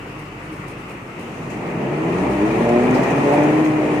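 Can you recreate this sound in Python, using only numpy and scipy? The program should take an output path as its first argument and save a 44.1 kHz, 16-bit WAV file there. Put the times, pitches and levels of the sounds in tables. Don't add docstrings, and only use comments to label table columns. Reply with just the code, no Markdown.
import sys
import numpy as np
from scipy import signal
from scipy.fft import rfft, irfft
from scipy.io import wavfile
from scipy.ndimage import uniform_filter1d

SR = 44100
rng = np.random.default_rng(int(sys.argv[2]) if len(sys.argv) > 2 else 0)


def store_pcm(level_fs):
    pcm = np.round(np.clip(level_fs, -1, 1) * 32767).astype(np.int16)
    wavfile.write(sys.argv[1], SR, np.atleast_2d(pcm).T)


N = 176400

# frequency in Hz, gain in dB.
IDLE_SPECTRUM = [(40, -19), (90, -12), (125, 1.5), (150, -5.5), (230, -2.5), (310, -2), (420, -3),
                 (620, -10), (800, -9), (1250, -8), (1650, -15), (2000, -11.5), (2700, -12.5), (3300, -26),
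                 (4000, -31.5), (5500, -33.5), (7200, -34), (8000, -35), (10000, -40.5), (12200, -41.5),
                 (13500, -55), (14300, -42), (15400, -42)]
# frequency in Hz, bandwidth in Hz, level in dB.
IDLE_HUMS = [(148.3, 19, -42), (180.4, 16, -48.5), (318, 16, -48.5)]
IDLE_DB = -33.5

# start in seconds, nominal length in seconds, level in dB,
# ring frequency in Hz, left minus right in dB.
RATTLES = [(.085, .03, -61, 9000, 0), (0.179, 0.045, -55, 9000, -2), (.41, 0.047, -59, 9000, 0),
           (0.504, 0.081, -52.5, 9000, 0), (0.667, 0.051, -50.5, 9000, 0), (0.778, 0.057, -60, 9000, 0),
           (0.879, 0.053, -53, 9000, 0), (1.183, 0.042, -54, 9090, -9), (1.494, 0.033, -49.5, 6700, 3),
           (2.29, 0.052, -52, 8900, -3), (2.688, 0.011, -47, 6300, 2), (2.907, 0.0072, -47, 6420, -2),
           (2.938, 0.031, -44.5, 4800, 0), (3.033, 0.0063, -43, 7120, 4), (3.1, 0.023, -48, 6170, 0),
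           (3.29, 0.013, -51, 6197, 0), (3.317, .04, -46, 9000, -3), (3.426, 0.017, -48, 6200, 0),
           (3.636, 0.042, -49, 6330, -3), (3.7, 0.023, -56, 5000, 2)]
# frequency in Hz, gain in dB.
RATTLE_SPECTRUM = [(2500, -23), (4000, 4), (6500, 1), (9000, -2), (10500, -4), (12200, -7), (13500, -7),
                   (15500, -3)]
RATTLE_WIDTH_HZ, RATTLE_RING_DB = 1000, -6
HEAVY_HZ, HEAVY_RING_DB = 8000, 7
RATTLE_RISE, RATTLE_FADE_DB = 0.35, 6
RATTLE_GRAIN_DB, RATTLE_GRAIN_HZ = 2.2, 120

# time in seconds, firing frequency in Hz, level in dB.
FIRING = [(0, 49.7, -48), (.64, 50.62, -45.5), (1.15, 48.2, -55.5), (1.5, 50, -49), (2.0, 58.7, -51),
          (2.3, 64.16, -34.5), (2.42, 67.2, -38), (3.1, 68.2, -42.5), (3.5, 66.38, -48), (4, 62.8, -44)]
# multiple, relative level in dB.
FIRING_ORDERS = [(1, -0.5), (2, 0.5), (3, 0), (4, -7), (6, 1)]

# frequency in Hz, bandwidth in Hz, gain in dB.
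FRAME_MODES = [(133.6, 22, -3), (155, 20, -6), (193.3, 37.6, 0), (230, 57, -4), (248.6, 13, 2.5),
               (324, 49, 8), (360.6, 7.9, 6.5), (424, 32, 3), (470, 3.9, 5), (589.3, 30, 2.5),
               (728, 140, -7), (854, 17, -1), (983, 63, -11.5), (1700, 53, -6), (1855, 45, -2.5),
               (2350, 130, -9)]
FRAME_LOW_HZ = 85

# time in seconds, level in dB, extra level of its treble in dB.
ROAR = [(1.2, -34, 3), (1.4, -33, 2), (1.6, -31, -4), (1.8, -27.5, -8), (2.0, -25.5, -6.5),
        (2.2, -23, -3.5), (2.35, -22.5, -4.5), (2.55, -21.5, -4), (2.75, -21, -6), (2.92, -20, -6),
        (2.97, -19, -4.5), (3.15, -19.5, -4), (3.4, -18.5, -5), (3.55, -20, -5.5), (3.75, -23, -5),
        (4, -23, -5)]
# frequency in Hz, gain in dB.
ROAR_SPECTRUM = [(40, -41), (90, -35), (125, -6), (200, -6), (300, -5), (440, -4), (520, -9.5), (600, -7.5),
                 (950, -11.5), (1450, -23), (1900, -21.5), (2400, -20.5), (2850, -26.5), (3400, -35),
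                 (4000, -34), (5500, -37.5), (6200, -34), (7500, -38), (9200, -40), (10500, -45.5),
                 (12200, -48), (13500, -55), (14500, -48), (15500, -66)]
DRIVE_START_S, DRIVE_RISE_S = 0.99, 0.53
KNOCKS_PER_S, KNOCKS_DB = 1000, -3
KNOCK_SOFT_HZ = 2600

# time in seconds, links per second.
CHAIN_SPEED = [(1.4, 42), (1.76, 60), (2.02, 80), (2.13, 85), (2.2, 93), (2.29, 99.5), (2.38, 99.5),
               (2.45, 105.6), (2.66, 116.8), (2.77, 120.4), (2.93, 127.6), (3.1, 135.5), (3.22, 142.5),
               (3.29, 143), (3.46, 149.5), (3.6, 156), (3.79, 153), (4, 149.5)]
# time in seconds, force in dB, extra level of the third harmonic in dB,
# extra level of the harmonics above it in dB.
LINK_FORCE = [(1.4, -37, 3, 4), (1.6, -39.5, 6, 4.5), (1.76, -32.5, 6.5, -3), (1.92, -29, 0.5, -1),
              (2.02, -29, -3, 1.5), (2.13, -21.5, -9, -8), (2.2, -21.5, 0, -10.5), (2.29, -35, 7, 9.5),
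              (2.37, -32.5, 8, 6), (2.44, -19, 1.5, -3), (2.51, -35.5, 7.5, 4), (2.56, -29, 1, 3),
              (2.65, -22, -2, -1), (2.77, -21, -1.5, 4.5), (2.85, -21.5, 0, -1), (2.93, -15, -4, -9),
              (2.99, -22, 1, 3), (3.1, -23.5, 1.5, -1.5), (3.2, -19, -18, -11), (3.29, -21.5, 8, 4),
              (3.38, -18.5, -8, -1), (3.46, -17.5, -14, -6), (3.6, -19, -17, -6.5), (3.75, -21, -9, -13.5),
              (3.89, -23.5, -2, -2.5), (4, -21.5, -18, -4)]
# multiple, level in dB.
BLOW_HARMONICS = [(1, -12), (2, -5.5), (3, -8), (4, -7.5), (5, -8.5), (6, -10)]
WAVER_DB, WAVER_HZ = 1.2, 12
STIFF_DB = -8
SLACK_TURNS, SLACK_HZ, TAUT_LINKS_PER_S = 0.045, 8, 72

TREBLE_HZ = 2920
PATCH_DB, SWELL_DB, FLICKER_DB = 1.2, 0.5, 0.7

# frequency in Hz, correlation from 0 to 1.
STEREO_LIKENESS = [(60, 0.99), (100, 0.97), (180, 0.98), (320, 0.94), (550, 0.76), (970, 0.19), (1690, 0.0),
                   (2940, 0.026)]
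# frequency in Hz, left minus right in dB.
STEREO_LEAN = [(60, -1.5), (360, 1.65), (660, -1.6), (1200, 2.5), (2200, 3.5), (4000, 2), (6200, 5),
               (7500, 2), (9000, -7), (11000, -2), (13000, 0.5)]
LOW_CUT_HZ, EDGE_HZ = 35, 15500


def amp(db):
    return 10 ** (np.asarray(db) / 20)


def evened(x):
    return x / np.sqrt(np.mean(x ** 2) + 1e-20)


def read_spectrum(points, hz):
    f, value = np.transpose(points)
    return np.interp(np.log(hz + 1), np.log(f + 1), value)


def columns(table, t):
    s, *rest = np.transpose(table)
    return [np.interp(t, s, c) for c in rest]


def wander(cutoff_hz, size=N):
    return evened(signal.lfilter(*signal.butter(2, 2 * cutoff_hz / SR), rng.standard_normal(size)))


def coloured(x, points):
    gain = amp(read_spectrum(points, np.fft.rfftfreq(x.shape[-1], 1 / SR)))
    return irfft(rfft(x) * gain, x.shape[-1])


def ring(x, hz, width):
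    return signal.lfilter(*signal.iirpeak(hz, hz / width, SR), x)


def stereo_pair(first, second):
    hz = np.fft.rfftfreq(N, 1 / SR)
    same = np.clip(read_spectrum(STEREO_LIKENESS, hz), -1, 1)
    lean = amp(read_spectrum(STEREO_LEAN, hz) / 2)
    a, b = rfft(first), rfft(second)
    left = a * lean
    right = (same * a + np.sqrt(1 - same ** 2) * b) / lean
    return irfft(np.array([left, right]), N)


def hiss(spectrum, treble_db):
    frames, hz = N // 256 + 9, np.fft.rfftfreq(1024, 1 / SR)
    a, b, c, d, patches = rng.standard_normal((frames, 513, 5)).T
    patches = uniform_filter1d(patches, size=10, axis=0)
    patches = evened(uniform_filter1d(patches, size=12, axis=1))
    at = np.minimum(np.arange(frames) * 256, N - 1)
    high = np.clip(2 * np.log2((hz + 1) / TREBLE_HZ) + 0.5, 0, 1)[:, None]
    swell_db = SWELL_DB * wander(2.9)[at]
    flicker_db = FLICKER_DB * wander(12)[at]
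    field_db = PATCH_DB * patches + swell_db + high * (treble_db[at] + flicker_db)
    cells = np.array([a + 1j * b, c + 1j * d]) * amp(field_db)
    noises = signal.istft(cells, nperseg=1024, noverlap=768)[1][:, :N]
    return evened(coloured(noises, spectrum))


def idle():
    hums = np.zeros(N)
    for hz, width, db in IDLE_HUMS:
        hums += amp(db) * evened(ring(rng.standard_normal(N), hz, width))
    wash = stereo_pair(*hiss(IDLE_SPECTRUM, np.zeros(N)))
    return amp(IDLE_DB) * wash + hums


def rattles():
    out = np.zeros((2, N))
    for start, length, db, hz, pan_db in RATTLES:
        t = np.arange(0, 2 * length, 1 / SR)
        noise = rng.standard_normal((2, len(t)))
        ring_db = RATTLE_RING_DB + HEAVY_RING_DB * (hz < HEAVY_HZ)
        ringing = amp(ring_db) * evened(ring(noise, hz, RATTLE_WIDTH_HZ))
        sound = evened(coloured(noise, RATTLE_SPECTRUM)) + ringing
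        rise = np.minimum(t / (RATTLE_RISE * length), 1)
        fade = amp(db - RATTLE_FADE_DB * (t / length) ** 2)
        grain = amp(RATTLE_GRAIN_DB * wander(RATTLE_GRAIN_HZ, size=len(t)))
        pan = amp([[pan_db / 2], [-pan_db / 2]])
        at = round(start * SR)
        out[:, at:at + len(t)] += sound * rise * fade * grain * pan
    return out


def engine(t):
    hz, level_db = columns(FIRING, t)
    turns = np.cumsum(hz) / SR
    out = np.zeros(N)
    for k, db in FIRING_ORDERS:
        level = amp(level_db + db + 0.5 * wander(3.1))
        out += level * np.sqrt(2) * np.sin(2 * np.pi * k * turns)
    return out


def drive_on(t):
    return np.clip((t - DRIVE_START_S) / DRIVE_RISE_S, 0, 1)


def roar(t):
    level_db, treble_db = columns(ROAR, t)
    struck = rng.random((2, N)) < KNOCKS_PER_S / SR
    knocks = rng.choice([-1., 1.], (2, N)) * struck
    knocks = signal.sosfilt(signal.butter(4, KNOCK_SOFT_HZ, fs=SR, output="sos"), knocks)
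    rung = evened(sum(amp(db) * ring(knocks, hz, width) for hz, width, db in FRAME_MODES))
    mix = hiss(ROAR_SPECTRUM, treble_db) + amp(KNOCKS_DB) * rung
    return drive_on(t) * amp(level_db) * stereo_pair(*mix)


def chain(t):
    rate, = columns(CHAIN_SPEED, t)
    force_db, third_db, upper_db = columns(LINK_FORCE, t)
    slack = np.minimum(TAUT_LINKS_PER_S / rate, 1.25) ** 4
    turns = np.cumsum(rate) / SR + SLACK_TURNS * slack * wander(SLACK_HZ)
    quarter_cycle = np.array([[0], [1 / 4]])
    out = np.zeros((2, N))
    for k, db in BLOW_HARMONICS:
        swell = amp(STIFF_DB)
        for hz, width, gain_db in FRAME_MODES:
            swell = swell + amp(gain_db) / (1 + (2 * (k * rate - hz) / width) ** 2)
        phase = 2 * np.pi * (k * turns + quarter_cycle)
        level_db = db + (k == 3) * third_db + (k > 3) * upper_db + WAVER_DB * wander(WAVER_HZ)
        out += amp(level_db) * swell * np.cos(phase)
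    return drive_on(t) * amp(force_db) * np.sqrt(2) * stereo_pair(*out)


def scene():
    t = np.arange(N) / SR
    radiation = signal.butter(4, FRAME_LOW_HZ, "high", fs=SR, output="sos")
    frame = signal.sosfilt(radiation, roar(t) + chain(t))
    return idle() + rattles() + engine(t) + frame


def record(dry):
    thin = signal.sosfilt(signal.butter(4, LOW_CUT_HZ, "high", fs=SR, output="sos"), dry)
    low_pass = signal.firwin(511, EDGE_HZ, window=("kaiser", 9), fs=SR)
    return signal.oaconvolve(thin, low_pass[None], "same")


dry = scene()
out = record(dry)
store_pcm(out)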